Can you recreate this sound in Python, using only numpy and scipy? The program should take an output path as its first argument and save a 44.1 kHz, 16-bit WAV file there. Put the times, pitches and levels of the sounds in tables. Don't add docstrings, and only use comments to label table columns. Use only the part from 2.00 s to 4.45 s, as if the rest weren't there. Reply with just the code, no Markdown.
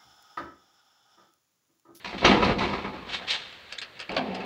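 import sys
import numpy as np
from scipy import signal
from scipy.fft import rfft, irfft, next_fast_len
from scipy.io import wavfile

SR = 44100
rng = np.random.default_rng(int(sys.argv[2]) if len(sys.argv) > 2 else 0)


def transcribe(signal):
    frames = np.atleast_2d(signal).T
    limited = np.clip(frames, -1, 1)
    pcm = np.round(limited * 32767).astype(np.int16)
    wavfile.write(sys.argv[1], SR, pcm)


N = 108045
T = np.arange(N) / SR

# frequency in Hz, relative spectral density in dB.
AIR_COLOUR = [(20, -31), (80, 4.5), (200, 0.5), (380, 1), (560, 1), (900, -3), (1800, 2.5), (2500, 0),
              (3300, -1), (4400, -3), (5300, -17.5), (7500, -21.5), (10000, -29.5), (15500, -26.5)]
DRIVE_COLOUR = [(30, -32), (90, -13), (140, -14), (190, 0.5), (290, -3.5), (380, -1), (550, -1.5),
                (800, -1.5), (1050, -11.5), (1500, -19.5), (2400, -14), (3200, -19.5), (4400, -25),
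                (5400, -38), (7500, -56), (12000, -69)]
CLACK_COLOUR = [(50, -42), (130, -19), (240, -5), (370, -9), (650, -0.5), (950, -5.5), (1150, 0.5),
                (1360, -21), (1520, -1), (1900, -15.5), (2400, -5.5), (3700, -8), (4500, -9), (5400, -25.5),
                (8000, -38.5), (10500, -50.5), (15000, -68)]
CLICK_COLOUR = [(80, -23), (300, -25), (590, -5.5), (800, -15), (1730, 0), (2140, -5.5), (2550, 3),
                (3600, -3), (5000, -3), (5500, -12), (8250, -17.5), (9800, -33), (15000, -50)]
SWISH_COLOUR = [(25, -34), (80, -23), (150, -30), (300, -24), (500, -9), (1300, -8), (1600, -4),
                (2100, -2.5), (3300, 1.5), (4000, 1), (5000, -11.5), (6500, -20.5), (8000, -25.5),
                (10000, -43), (15000, -55)]
DOOR_COLOUR = [(20, -32), (45, -0.5), (100, -1), (150, -2.5), (200, 0.5), (420, -1), (700, -1), (1050, 0),
               (1500, -5), (2400, -3.5), (3200, -9), (4100, -9), (5000, -19.5), (6200, -28.5),
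               (7200, -35.5), (9000, -43.5), (10000, -52.5), (15000, -64)]

# start in seconds, relative level in dB, bass in dB,
# treble in dB, attack in seconds, ring time multiplier, accented resonance in Hz.
CONTACTOR_HITS = [(2.165, -23, -6, -2, 0.0014, 1.17, 2390), (2.176, -26, 6, -8, 0.0019, .9, 683),
                  (2.195, -34.5, 14, -14, .001, 0.6, 694)]
BUTTON_HITS = [(1.526, -46, 0, 4, .001, 0.29, 3000), (1.722, -35.5, 13, 8.5, 0.0051, 0.89, 4770),
               (1.786, -35.5, -20, 9, 0.002, 0.17, 8000), (1.815, -31.5, -3, 2, 0.0031, 0.79, 4320),
               (1.992, -41, 4, -7, .001, 0.69, 5000), (2.000, -36.5, 4, -0.5, 0.0006, 0.78, 8200),
               (2.011, -39, -7, -4, .002, 1.1, 2900), (2.092, -40, 5, -11, .001, 0.64, 4440),
               (2.117, -37, 19, -13, .001, 0.73, 3000), (2.148, -42, -3, 1, 0.0013, 0.16, 5500),
               (2.343, -39, -6, -8, 0.008, 1.1, 4700), (2.40, -39.5, 0, -23, 0.0053, 1.1, 2400)]
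DOOR_HITS = [(.045, -33, -3.5, 11, 0.0028, .95, 724), (0.129, -32, 1.5, -3.5, .001, 0.39, 300),
             (0.178, -32, 8, 13.5, 0.0047, 0.72, 3200), (.216, -24.5, -1.5, -11, 0.017, 1.1, 990),
             (.241, -12.5, -0.5, 0, .013, 0.83, 2950), (.306, -20, -4, -8.5, .004, 1.27, 335),
             (.414, -18, -2, -6.5, 0.016, 0.67, 254), (.443, -25.5, 0, 18, 0.0046, 0.21, 4400),
             (.473, -18.5, 1.5, -8.5, 0.019, .5, 496), (.582, -29, 13.5, 11, 0.005, 1.3, 2270),
             (.603, -22.5, -4.5, 0, 0.0093, 0.88, 1020), (.676, -31.5, 2, -4, 0.0058, 0.81, 505),
             (.731, -26.5, -5, -5.5, 0.0017, 0.47, 1130), (.778, -35, -2, -5, 0.0046, 1.3, 1210),
             (.840, -28.5, -5, -13, 0.0038, 0.53, 1090), (.925, -37.5, 3, -3.5, 0.017, 1.9, 1073)]
# band centre in Hz, base time to fade 60 dB in seconds.
CLACK_DECAY = [(220, 0.33), (800, .18), (3000, 0.09), (8000, 0.09)]
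CLICK_DECAY = [(400, 0.52), (2500, .15), (8000, 0.044)]
DOOR_DECAY = [(60, 1), (200, 0.62), (450, 0.68), (1000, 0.47), (2700, 0.47), (7000, 0.57)]

# start in seconds, pitch in Hz, relative level in dB, 60 dB fade in seconds.
HUM_TONES = [(2.17, 257, -29.5, 0.54), (2.168, 210.6, -39, 0.99), (2.28, 187.8, -33.5, 0.96)]
# peak time in seconds, pitch in Hz, relative level in dB,
# half length in seconds, upward glide in octaves either side of the pitch.
BUTTON_SQUEAKS = [(1.7869, 3570, -29.5, 0.0021, 0.25), (1.794, 3800, -39, 0.0012, 0),
                  (2.095, 2380, -25.5, 0.00079, 0)]
# pitch ratio, relative level in dB.
SQUEAK_PARTIALS = [(.46, -5), (.56, -2), (1.001, 6), (1.9, -6)]
# peak time in seconds, relative level in dB, swell and fade time constants
# in seconds, body boost in dB.
BRUSH_STROKES = [(1.099, -35.5, 0.016, 0.017, 7), (1.144, -27, 0.019, 0.023, 1.5),
                 (1.22, -40.5, 0.064, 0.069, 20.5), (1.284, -29, 0.0058, 0.014, 2),
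                 (1.309, -22, 0.012, 0.034, -6), (1.345, -29.5, .012, 0.024, 9),
                 (1.42, -41, 0.068, 0.13, 7), (1.71, -47.5, 0.038, 0.031, 9),
                 (1.975, -48, 0.017, 0.018, 12)]
# frequency in Hz, width in Hz, gain in dB.
CAR_MODES = [(200, 23.5, 6), (254.8, 12.5, 3.5), (312, 13, 1), (351, 13, 1.5), (383, 6.4, -1),
             (481.5, 7.1, 2), (553, 11.5, -2), (695, 6.3, -4), (858, 6.3, 4), (931, 10, -5),
             (971, 11.5, 0.5), (1207, 11, 1), (2017, 46, -3.5), (2470, 12, -1)]
# frequency in Hz, relative level in dB, 60 dB fade in seconds.
LATCH_MODES = [(2180, -13, 0.45), (2525, -11, 0.24), (2840, -9, 0.09), (3750, -1, 0.12), (3898, -3, 0.25),
               (4657, -8.5, .28), (5790, -7.5, 0.16), (5820, -9.5, .16), (6200, -12.5, .14),
               (6480, -17, 0.087)]


def amp(db):
    return 10 ** (np.asarray(db) / 20)


def unit(x):
    return x / np.sqrt(np.mean(x ** 2) + 1e-20)


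def curve_at(points, hz):
    f, value = np.transpose(points)
    return np.interp(np.log(hz + 1), np.log(f + 1), value)


def add(mix, start, sound):
    part = mix[max(round(start * SR), 0):][:len(sound)]
    part += sound[:len(part)]


def noise(colour):
    n = next_fast_len(N, True)
    eq = amp(curve_at(colour, np.fft.rfftfreq(n, 1 / SR)))
    return unit(irfft(rfft(rng.standard_normal(n)) * eq, n)[:N])


def wander(t, step_s):
    knots = rng.standard_normal(4096)
    return np.interp(t / step_s, np.arange(len(knots)), knots)


def strike(colour, decay, db, bass_db, treble_db, attack, ring_scale, accent_hz, size=16384):
    t, hz = T[:size], np.fft.rfftfreq(size, 1 / SR)
    rattle = rng.standard_normal(size) * amp(2.5 * wander(t, step_s=0.0035))
    bass = bass_db / (1 + (hz / 400) ** 2)
    treble = treble_db / (1 + (2320 / (hz + 1)) ** 2)
    accent = 5 * np.exp(-(np.log2((hz + 1) / accent_hz) / 0.19) ** 2)
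    spectrum = rfft(rattle) * amp(curve_at(colour, hz) + bass + treble + accent)
    spectrum /= irfft(spectrum).std()
    centres, t60s = np.transpose(decay)
    out = np.zeros(size)
    for weights, t60 in zip(np.eye(len(decay)), t60s):
        band = irfft(spectrum * curve_at(np.c_[centres, weights], hz))
        out += band * amp(-60 * np.maximum(t - attack, 0) / (t60 * ring_scale))
    onset = np.sin(np.pi / 2 * np.minimum(t / max(attack, 0.001), 1))
    return amp(db) * onset * out


def air():
    return amp(-52) * noise(AIR_COLOUR)


def walls(x, echoes=6):
    upper = signal.sosfilt(signal.butter(2, 780, "high", fs=SR, output="sos"), x)
    delays = np.geomspace(0.002, 0.018, echoes) * rng.uniform(0.85, 1.15, echoes)
    out = x.copy()
    for delay, sign in zip(delays, rng.choice([-1, 1], echoes)):
        add(out, delay, sign * amp(-7.5) / np.sqrt(echoes) * upper)
    return out


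def car_boom(x):
    out = amp(-1.5) * x
    for hz, width, db in CAR_MODES:
        out += amp(db) * signal.lfilter(*signal.iirpeak(hz, hz / width, SR), x)
    return out


def drive(rumble_start_s=2.088, waver_hz=2.2):
    out = amp(-35) * noise(DRIVE_COLOUR) * np.clip((T - rumble_start_s) / 0.0075, 0, 1)
    for start, *hit in CONTACTOR_HITS:
        add(out, start, amp(2) * strike(CLACK_COLOUR, CLACK_DECAY, *hit))
    t = T[:SR // 2]
    for start, hz, db, t60 in HUM_TONES:
        cycles = np.cumsum(hz + waver_hz * wander(t, step_s=0.025)) / SR
        envelope = amp(db - 60 * t / t60) * np.minimum(t / 0.017, 1)
        add(out, start, np.sqrt(2) * envelope * np.sin(2 * np.pi * cycles))
    return out


def button():
    out = np.zeros(N)
    for start, *hit in BUTTON_HITS:
        add(out, start, amp(2.5) * strike(CLICK_COLOUR, CLICK_DECAY, *hit))
    t = T[:SR // 20] - 1 / 40
    for peak, hz, db, half_length, glide in BUTTON_SQUEAKS:
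        pitch = hz * 2 ** (glide * np.tanh(t / (2 * half_length)))
        jitter = 1 + 0.05 * wander(t - t[0], step_s=0.0005)
        cycles = np.cumsum(pitch * jitter) / SR
        tone = sum(amp(partial_db) * np.sin(2 * np.pi * (ratio * cycles + rng.random()))
                   for ratio, partial_db in SQUEAK_PARTIALS)
        add(out, peak + t[0], amp(db) * unit(tone) / np.cosh(t / half_length))
    return out


def swishes(body_hz=1820, grain_db=2):
    out = np.zeros(N)
    hz, colour = np.transpose(SWISH_COLOUR)
    for peak, db, swell, fade, body_db in BRUSH_STROKES:
        body = body_db / (1 + (hz / body_hz) ** 4)
        envelope = np.exp(np.where(T < peak, (T - peak) / swell, (peak - T) / fade))
        out += amp(db) * envelope * noise(np.c_[hz, colour + body])
    grain = unit(amp(grain_db * wander(T, step_s=0.002)))
    return out * grain


def latch():
    t, ring = T[:SR], np.zeros(SR)
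    for hz, db, t60 in LATCH_MODES:
        phase = 2 * np.pi * (hz * t + rng.random())
        roughness = wander(t, step_s=0.0055)
        ring += amp(db - 60 * t / t60) * np.sin(phase + roughness)
    return amp(-19.5) * ring * np.minimum(t / 0.0017, 1)


def doors(latch_s=0.251):
    out = np.zeros(N)
    for start, *hit in DOOR_HITS:
        add(out, start, strike(DOOR_COLOUR, DOOR_DECAY, *hit, size=40960))
    add(out, latch_s, latch())
    return car_boom(out)


def scene():
    events = doors() + swishes() + button() + drive()
    return (amp(-0.55) * walls(events) + air())[None]


def record(dry):
    lowpass = signal.firwin(511, 15750, window=("kaiser", 9), fs=SR)
    return signal.oaconvolve(dry, lowpass[None], "same")


dry = scene()
out = record(dry)
transcribe(out)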